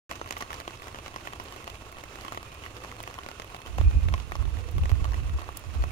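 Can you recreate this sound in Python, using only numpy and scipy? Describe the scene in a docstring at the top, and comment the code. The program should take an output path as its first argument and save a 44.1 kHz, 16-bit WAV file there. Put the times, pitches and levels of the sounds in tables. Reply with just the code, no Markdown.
"""Rain on an umbrella in a garden

The microphone is a phone just under the canopy, beside a roof gutter with a rain chain. Each drop is a
sharp push on the taut cloth followed by a short ring. Behind it the garden hisses, the chain's metal
cups ring faintly and birds call far off. Later, gusts buffet the two microphone ports."""
import sys
import numpy as np
from scipy import signal
from scipy.fft import rfft, irfft
from scipy.io import wavfile
from scipy.ndimage import uniform_filter1d

SR = 44100
rng = np.random.default_rng(int(sys.argv[2]) if len(sys.argv) > 2 else 0)


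def generate_wav(signal):
    """Clip the signal to [-1, 1] and save it as 16-bit WAV at the path in sys.argv[1]."""
    frames = np.transpose(np.atleast_2d(signal))
    scaled = np.clip(frames, -1, 1) * 32767
    pcm = np.round(scaled).astype(np.int16)
    wavfile.write(sys.argv[1], SR, pcm)


N = 260631
TIME = np.arange(N) / SR
FREQ = np.fft.rfftfreq(N, 1 / SR)

# heavy drops just overhead: (time [s], thud [dB], snap over thud [dB], relative ring [dB],
# pitch of the spot [Hz], lag of the right port [ms])
HEAVY_DROPS = [(0.1123, -23.5, 0, 0, 1880, 0.39), (0.1171, -31.5, -3, 6, 3600, .1),
               (0.1556, -36.5, 6.5, -13, 6060, 0.57), (0.2143, -22, -12, 6.5, 6500, .25),
               (0.289, -39, 5, 2, 4200, 0.5), (0.3083, -20.5, -2.5, -5, 7500, 0.45),
               (0.3248, -27.5, 2.5, -5, 3070, 0.37), (.3673, -33.5, 0, 14.5, 2480, 0.43),
               (0.4077, -29.5, 0.5, -5, 5850, 0.27), (0.4123, -26.5, -5, 4, 5750, 0.4),
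               (0.4235, -28.5, 1, 10, 6100, 0.2), (0.505, -33, 1, 12.5, 1390, 0.45),
               (0.53, -30.5, 2, 0, 1764, 0.52), (0.5423, -30, 3, -9, 5200, 0.47),
               (0.6014, -29.5, -0.5, 6, 4770, 0.42), (0.6781, -21.5, -6, 0, 2970, 0.35),
               (0.8208, -33, -3, 0, 1815, 0.47), (.882, -35, 1, 8, 854, 0.37),
               (.9457, -30, -4, 5, 1700, 0.41), (0.9871, -29, -5, -12, 2620, 0.39),
               (1.0616, -33, 4, 5.5, 2240, 0.14), (1.0813, -31, -3, 0, 5440, 0.45),
               (1.1613, -24.5, -5, 4, 5180, 0.38), (1.2729, -28.5, -2, 9.5, 2580, 0.37),
               (1.334, -28, -4, 9, 3170, .31), (1.399, -27.5, -6.5, 9, 5480, 0.38),
               (1.524, -36, 1, 8.5, 5420, .27), (1.5622, -35, -1, 4, 1707, 0.52),
               (1.6772, -30.5, 1, 8, 970, .34), (1.7, -36.5, 4, -5, 3100, 0.49),
               (1.9692, -36, -5, 9, 3240, 0.25), (2.0372, -29, -8, -10, 6730, 0.42),
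               (2.1564, -36.5, 4.5, 3, 1490, 0.53), (2.2107, -46, 14, -8, 4440, 0.21),
               (2.249, -38, -2, 15, 2880, 0.7), (2.2624, -36, -3, -1, 1800, 0.55),
               (2.2813, -33, -0.5, 11.5, 4160, 0.48), (2.3224, -24.5, -6, 0, 1400, 0.31),
               (2.347, -33.5, 1, 14, 2360, 0.46), (2.3745, -22.5, -8, 7.5, 3530, 0.44),
               (2.6374, -45, 6.5, 17.5, 2270, 0.38), (2.6625, -40, 5, 15.5, 1690, 0.28),
               (2.838, -34.5, 0, 7, 6770, 0.54), (2.8473, -27.5, -7, -3, 6060, .2),
               (2.9154, -39, 4.5, 8.5, 2260, 0.44), (3.0033, -25.5, -8, -2, 3330, .38),
               (3.0373, -31.5, 1, -9, 1970, 0.5), (3.076, -25.5, -7, -1, 1960, .38),
               (3.101, -31, -9, -4, 6840, .49), (3.1809, -36, -8, 5, 1100, 0.17),
               (3.1877, -31.5, -3.5, 12.5, 3080, 0.22), (3.263, -26, -7, -2, 4110, 0.37),
               (3.2877, -24, -8.5, -5, 4860, 0.53), (3.3984, -26, -2, 0, 5240, .48),
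               (3.4198, -33.5, 4, -12, 1888, 0.537), (3.5461, -27.5, 0, -18, 747, 0.5),
               (3.662, -34.5, 0, 1, 3050, 0.18), (3.6758, -42.5, 4, 10, 1710, 0.57),
               (3.7842, -20, -6.5, -10, 710, 0.3), (3.812, -20, -11.5, -6, 3460, 0.29),
               (4.0858, -21, -9, -17, 2500, 0.52), (4.1396, -23, 0, 5.5, 2260, 0.34),
               (4.2005, -37, 6, -9, 3850, 0.41), (4.3199, -26, -2.5, 8.5, 1880, 0.33),
               (4.3543, -25.5, -4.5, 7.5, 4950, 0.22), (4.4254, -36, -4, 5, 1490, .2),
               (4.5698, -35, -2, 3, 1930, 0.563), (4.782, -31.5, -5, 9, 5000, 0.3),
               (4.8357, -30.5, -2, -8, 550, 0.42), (4.8562, -27, -2, 4, 6900, 0.5),
               (4.8947, -26.5, -1.5, -10, 2620, 0.39), (4.9165, -27.5, -4, -3, 2600, 0.14),
               (5.0434, -32, 3, 8, 864, 0.33), (5.0526, -30.5, -12, 13, 6700, 0.38),
               (5.1338, -34, -2, 8, 1690, 0.61), (5.1431, -29, -3.5, 5, 1900, 0.41),
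               (5.3864, -33.5, -14, 3, 1070, 0.086), (5.417, -33, -3, 3, 870, 0.23),
               (5.49, -25.5, -10, 2.5, 1330, 0.29), (5.8231, -32.5, -1.5, 6, 4300, 0.42),
               (5.8388, -23.5, -9.5, 5, 1390, 0.43)]


def undb(db):
    """Decibels to gain."""
    return 10 ** (np.asarray(db) / 20)


def colour(points, f, column=1):
    """A spectrum in dB, joined by straight lines over log frequency."""
    points = np.array(points, float)
    return np.interp(np.log(f + 1), np.log(points[:, 0]), points[:, column])


def resonance(f, hz, width_hz):
    """Response of one mode, gain 1 at its centre."""
    return 1j * f * width_hz / (hz ** 2 - f ** 2 + 1j * f * width_hz)


def minimum_phase(db):
    """The most abrupt response that has these levels."""
    cepstrum = irfft(db * np.log(10) / 20)
    half = cepstrum.shape[-1] // 2
    fold = np.r_[1, np.full(half - 1, 2), 1, np.zeros(half - 1)]
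    return np.exp(rfft(cepstrum * fold))


def unit(x):
    """Scale to rms 1."""
    return x / np.sqrt(np.mean(x ** 2))


def wander(rate_hz):
    """A slow random curve of rms 1."""
    hold = int(SR / rate_hz)
    steps = np.repeat(rng.standard_normal(N // hold + 1), hold)
    return unit(uniform_filter1d(steps, hold)[:N])


def noise_pair(likeness, lag_ms=0):
    """Spectra of white noise at the two ports; the shared part reaches the right one lag_ms late."""
    left, own = rfft(rng.standard_normal((2, N)))
    shared = left * np.exp(-2j * np.pi * FREQ * lag_ms / 1000)
    return np.array([left, likeness * shared + np.sqrt(1 - likeness ** 2) * own])


def envelope(s, length, attack_s, release_s):
    """Rises towards time s, holds for a length, then dies away."""
    return np.exp(np.minimum(TIME - s, 0) / attack_s - np.maximum(TIME - s - length, 0) / release_s)


def rain_strength(shower_db=1.5, ease_s=0.67, flurry_db=0.64, flurry_s=0.033):
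    """Level of the rain in dB: a shower that eases, with a flurry wherever heavy drops crowd."""
    s = TIME[::100]
    crowd = sum(np.exp(-((s - drop[0]) / flurry_s) ** 2) for drop in HEAVY_DROPS)
    flurries = np.interp(TIME, s, unit(crowd - crowd.mean()))
    return shower_db * np.exp(-TIME / ease_s) + flurry_db * flurries


def garden_and_mic_hiss(rain_db, flicker_db=2.02):
    """Distant rain merges into a wash over a low rumble; the right microphone adds its own thin hiss."""
    # wash of rain on the garden: (frequency [Hz], left density [dB per Hz], right density [dB per Hz])
    wash_spectrum = [(25, -88, -71.5), (51.7, -68.5, -68), (118.5, -71.5, -68), (157, -83.5, -81.5),
                     (348, -80, -78), (790, -85, -83.5), (1166, -90.5, -78), (1750, -95, -86),
                     (2760, -93.5, -83), (4250, -102, -92), (7100, -102, -92), (8500, -107, -100),
                     (9800, -106, -99), (15300, -111, -107)]
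    # two bands that stand out of the wash, then the right microphone's self-noise at 9080 Hz:
    # (centre [Hz], width [Hz], right density [dB per Hz], left minus right [dB])
    bands = [(2632, 35, -75, -9), (5860, 86, -112, -15), (9080, 105, -88, -12)]
    gain = undb([colour(wash_spectrum, FREQ, column) for column in (1, 2)])
    peaks = sum(undb(db + np.array([[left_db], [0]])) * resonance(FREQ, hz, width)
                for hz, width, db, left_db in bands)
    wash = noise_pair(likeness=1 / (1 + (FREQ / 1000) ** 2), lag_ms=0.061) * gain
    # only the part above the rumble follows the strength of the rain
    low = 1 / (1 + (FREQ / 220) ** 4)
    hiss = irfft(wash * (1 - low), N) * undb(0.89 * rain_db + flicker_db * wander(60))
    steady = irfft(wash * low + noise_pair(0) * peaks, N)
    return np.sqrt(SR / 2) * (hiss + steady)


def cup_ring_and_birds(blur_hz=30, left_db=-3, far_db=-2):
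    """A rain-chain cup rings thin and high; far birds whistle and hoot, blurred by echoes off houses."""
    # the cup first, then the birds: (start [s], length [s], pitch [Hz], relative level [dB])
    tones = [(.08, 0.4, 6240, -61), (2.415, 0.19, 2432, -54.5), (2.551, 0.58, 496, -54.5),
             (3.112, 0.26, 1450, -53), (3.807, 0.25, 2450, -54.5), (4.52, 0.24, 479, -51),
             (5.76, 0.28, 2535, -56)]
    out = np.zeros((2, N))
    for s, length, hz, db in tones:
        progress = np.clip((TIME - s) / length, 0, 1)
        swell = np.sqrt(np.maximum(np.sin(np.pi * progress), 0))
        tone = unit(irfft(noise_pair(0.73) * resonance(FREQ, hz, 2 * blur_hz) ** 2, N))
        out += undb(db + far_db) * swell * tone
    return out * undb([[left_db], [0]])


def rain_chain(level_db=-62, width_hz=16, left_db=-6, count=1500):
    """Water trickles from cup to cup below the gutter; its tiny drips keep the metal faintly ringing."""
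    # modes of the cups: (frequency [Hz], relative level [dB])
    cup_modes = [(2609, -5.5), (2734, 14), (3498, -16), (3557, 11.5), (3854, 8), (4268, 11), (6048, -8),
                 (6106, 7)]
    ringing = 0
    for hz, db in cup_modes:
        when, size = rng.random((count, 2)).T
        drips = np.bincount((when * N).astype(int), size, N)
        port_phase = np.exp(2j * np.pi * rng.random((2, 1)))
        ringing = ringing + undb(db) * rfft(drips) * resonance(FREQ, hz, width_hz) * port_phase
    return unit(irfft(ringing, N)) * undb(level_db + np.array([[left_db], [0]]))


def wind_strength(side, flutter_hz=11.7, flutter_db=4, flutter_peak_s=0.15, sag_db_per_s=12,
                  breeze_db=-37.5, breeze_pan_db=-12.5, lead_s=0.095):
    """Fluttering gusts, each with a light breeze that runs ahead and outlasts it; one gain a port."""
    # gusts on the ports: (start [s], length [s], level [dB], left minus right [dB])
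    gust_list = [(3.795, 0.35, -21, -9), (4.384, 0.2, -30, -11.5), (4.757, 0.59, -23.5, -9),
                 (5.758, .1, -32.5, -12)]
    gusts, breeze = 0, 0
    for s, length, db, pan_db in gust_list:
        age = np.maximum(TIME - s, 0)
        # a gust soon breaks into quick lumps, then evens out
        depth_db = flutter_db * age / flutter_peak_s * np.exp(1 - age / flutter_peak_s)
        lumps_db = depth_db * np.cos(2 * np.pi * flutter_hz * age)
        level_db = db - sag_db_per_s * age + lumps_db + pan_db * side
        gusts = gusts + envelope(s, length, attack_s=0.02, release_s=0.047) * undb(level_db)
        breeze = np.maximum(breeze, envelope(s - lead_s, length + lead_s, attack_s=0.02, release_s=0.16))
    return np.hypot(gusts, breeze * undb(breeze_db + breeze_pan_db * side))


def wind(eddy_s=0.02, eddy_lag_s=0.0028, low_cut_hz=22, bend=0.28):
    """Turbulence presses right on each microphone port; the strongest eddies pass as single thumps."""
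    # rumble of the ports: (frequency [Hz], relative level [dB])
    rumble_spectrum = [(10, 2.5), (30, -10.5), (62, 2), (80, 0.5), (100, -5), (130, -17), (190, -26.5),
                       (320, -32.5), (700, -56), (2000, -89)]
    # eddies within the gusts: (time [s], level [dB], pitch [Hz], left minus right [dB])
    eddies = [(3.869, -9, 69.8, -4.5), (3.967, -12.5, 71.6, -1), (4.405, -24.5, 64, -11),
              (4.822, -21, 75.4, 9), (4.936, -23, 68.5, -22), (5.265, -18, 60.2, -8),
              (5.355, -22.5, 64.7, 6), (5.808, -16, 60.3, 1)]
    side = np.array([[0.5], [-0.5]])  # left, right
    rumble = irfft(noise_pair(0.12, lag_ms=0.28) * undb(colour(rumble_spectrum, FREQ)), N)
    even_rumble = unit(rumble / np.sqrt(uniform_filter1d(rumble ** 2, size=1800)))
    pressure = even_rumble * wind_strength(side)
    for s, db, hz, pan_db in eddies:
        t = TIME - s + eddy_lag_s * side
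        pressure += np.exp(-(t / eddy_s) ** 2) * np.sin(2 * np.pi * hz * t) * undb(db + pan_db * side)
    # hard pushes bend the response of the ports; they also leak, so the slowest swings are lost
    leak = signal.butter(2, low_cut_hz, "high", fs=SR, output="sos")
    return signal.sosfilt(leak, pressure + bend * pressure ** 2)


def splashes(relative_width=0.95):
    """Drops burst into a fine, bright spray close to the microphone."""
    # bursting drops: (time [s], level [dB], decay [s], pitch [Hz])
    bursts = [(0.289, -51, 0.0017, 4500), (.382, -42, 0.005, 12500), (1.438, -44, 0.0024, 12400),
              (1.92, -45, 0.0022, 12340), (2.543, -45, 0.0024, 12020), (3.028, -39, 0.0035, 9700),
              (3.604, -52, .002, 13100), (4.712, -45, 0.0035, 12500), (5.569, -43, 0.0044, 11000),
              (5.5715, -25.5, 0.0025, 12600), (5.593, -42, 0.0027, 11900)]
    out = np.zeros((2, N))
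    for s, db, decay, hz in bursts:
        spray = unit(irfft(noise_pair(0.094) * resonance(FREQ, hz, relative_width * hz), N))
        out += undb(db) * (TIME >= s) * np.exp(-np.abs(TIME - s) / decay) * spray
    return out


def canopy(drops, ring_db, rebound, echo_db, spot_db, scatter_db, scatter_s, right_scatter_db):
    """Each drop pushes the cloth once; it springs back and rings, differently for every spot."""
    # push of an average drop: (frequency [Hz], relative level [dB])
    push_spectrum = [(60, -18), (170, 22.5), (350, 22.5), (600, 25.5), (1100, 22), (1600, 17.5), (2200, 18),
                     (3200, 13), (4600, 6), (6800, 5.5), (8500, -2.5), (13000, 4), (16000, -7)]
    # modes of the cloth and ribs: (frequency [Hz], width [Hz], relative level [dB])
    modes = [(353, 28, -4.5), (710, 69, -9), (1111, 76, 7), (1340, 63, -7), (1876, 195, -4), (2920, 93, -4)]
    # how much louder the right port hears the drops: (frequency [Hz], gain [dB])
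    right_port = [(200, -3.5), (600, -1), (1200, 1.5), (2000, 3), (4500, 6.5), (6500, 6), (9000, 5),
                  (15000, -3)]
    s, thud_db, snap_db, spray_db, own_ring_db, spot_hz, lag_ms = drops.T[:, :, None]
    size = 1024  # samples a drop
    f, t = np.fft.rfftfreq(size, 1 / SR), np.arange(size) / SR

    def late(ms):
        return np.exp(-2j * np.pi * f * ms / 1000)

    def burst(decay_s):
        noise = rng.standard_normal((len(drops), size))
        return rfft(noise * np.exp(-t / decay_s)) * np.sqrt(2 / (decay_s * SR))

    # a faster, smaller drop makes a shorter contact and so more treble; each spot favours one pitch
    snap = 1 / (1 + (1700 / (f + 1)) ** 4)
    spray = 1 / (1 + (8200 / (f + 1)) ** 6)
    spot = np.abs(resonance(f, spot_hz, 0.22 * spot_hz)) ** 2
    push_db = colour(push_spectrum, f) + thud_db + snap_db * snap + spray_db * spray + spot_db * spot
    push = minimum_phase(push_db)
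    # the water flattens and tears within a millisecond, which roughens the treble
    torn = 0.55 * snap
    contact = np.sqrt(1 - torn ** 2) + torn * burst(0.0009)
    # the cloth springs back at once; whoever holds the umbrella throws back a dull echo
    tension, path = rng.uniform(-1.17, 1, (len(drops), 2)).T[:, :, None]
    echo = undb(echo_db) * late(3.5 + 1.28 * path) * (1 - 0.5 * snap)
    impact = contact - rebound * late(0.392 + 0.14 * tension) + echo
    chance = rng.standard_normal((len(drops), len(modes), 2)).transpose(1, 2, 0)[..., None]
    ring = sum(undb(db + 2 * louder) * resonance(f, hz * (1 + 0.025 * detune), width)
               for (hz, width, db), (louder, detune) in zip(modes, chance))
    ring *= undb(ring_db + own_ring_db)
    # waves scattered by the seams and ribs reach the two ports unrelated
    scatter = undb(scatter_db) * (1 + 2 * ring)
    left = impact + ring + scatter * burst(scatter_s)
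    right = impact + ring + scatter * burst(scatter_s) * undb(right_scatter_db * snap)
    right *= minimum_phase(colour(right_port, f)) * late(lag_ms)
    taps = irfft(np.stack([push * left, push * right], axis=1))
    out = np.zeros((2, N + size))
    for start, tap in zip((s[:, 0] * SR).astype(int), taps):
        out[:, start:start + size] += tap
    return out[:, :N]


def drizzle(rain_db, mean_db=-45, count=700):
    """Small drops land at random all over the canopy."""
    when, place, pitch = rng.random((count, 3)).T
    snap, spray, ring = np.clip(rng.standard_normal((count, 3)), -2, 2).T
    s = when * (N - 1) / SR
    thud_db = mean_db + np.interp(s, TIME, rain_db)
    snap_db, spray_db, ring_db = -2 + 4 * snap, -1 + 3.5 * spray, 2 * ring
    spot_hz, lag_ms = 600 * 10 ** pitch, 0.18 + 0.35 * place
    drops = np.c_[s, thud_db, snap_db, spray_db, ring_db, spot_hz, lag_ms]
    return canopy(drops, ring_db=1, rebound=0.027, echo_db=-27, spot_db=11.5,
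                  scatter_db=-12.5, scatter_s=0.012, right_scatter_db=-4)


def medium_drops(rain_db, mean_db=-36, count=66):
    """Middling drops fall more often where it rains harder; rows as in HEAVY_DROPS."""
    slot, pitch, size_db, snap, ring, place = rng.uniform(-1, 1, (count, 6)).T
    fallen = np.cumsum(undb(2 * rain_db))
    share = (np.arange(count) + 0.5 + slot / 2) / count
    s = np.interp(share, fallen / fallen[-1], TIME)
    thud_db = mean_db + size_db + np.interp(s, TIME, rain_db)
    snap_db, ring_db = -1 + 3 * snap, 1.5 + 5 * ring
    spot_hz, lag_ms = 2700 * 2.4 ** pitch, 0.365 + 0.2 * place
    return np.c_[s, thud_db, snap_db, ring_db, spot_hz, lag_ms]


def patter(drops, average_snap_db=-27.5, spray_lost_per_db=0.21, spray_spread_db=5):
    """Drops just above the microphone; each throws fine spray, which grows more slowly than its snap."""
    s, thud_db, snap_db, ring_db, spot_hz, lag_ms = np.array(drops, float).T
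    extra_snap_db = thud_db + snap_db - average_snap_db
    spray_db = 0.6 - spray_lost_per_db * extra_snap_db + spray_spread_db * rng.uniform(-0.94, 1, len(s))
    rows = np.c_[s, thud_db, snap_db, spray_db, ring_db, spot_hz, lag_ms]
    return canopy(rows, ring_db=-1, rebound=0.2, echo_db=-9, spot_db=7,
                  scatter_db=-12, scatter_s=0.003, right_scatter_db=10)


def scene():
    """From under the umbrella: drops overhead, the garden beyond, wind on the microphone."""
    rain_db = rain_strength()
    overhead = patter(HEAVY_DROPS) + patter(medium_drops(rain_db)) + drizzle(rain_db)
    background = garden_and_mic_hiss(rain_db) + rain_chain() + cup_ring_and_birds()
    return overhead + background + splashes() + wind()


def record(dry):
    """The phone opens its input after a moment and cuts the highest treble."""
    open_s, top_hz = 0.094, 15700
    high_cut = signal.ellip(8, 0.2, 70, top_hz, fs=SR, output="sos")
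    return signal.sosfilt(high_cut, dry * (TIME >= open_s))


dry = scene()
out = record(dry)
generate_wav(out)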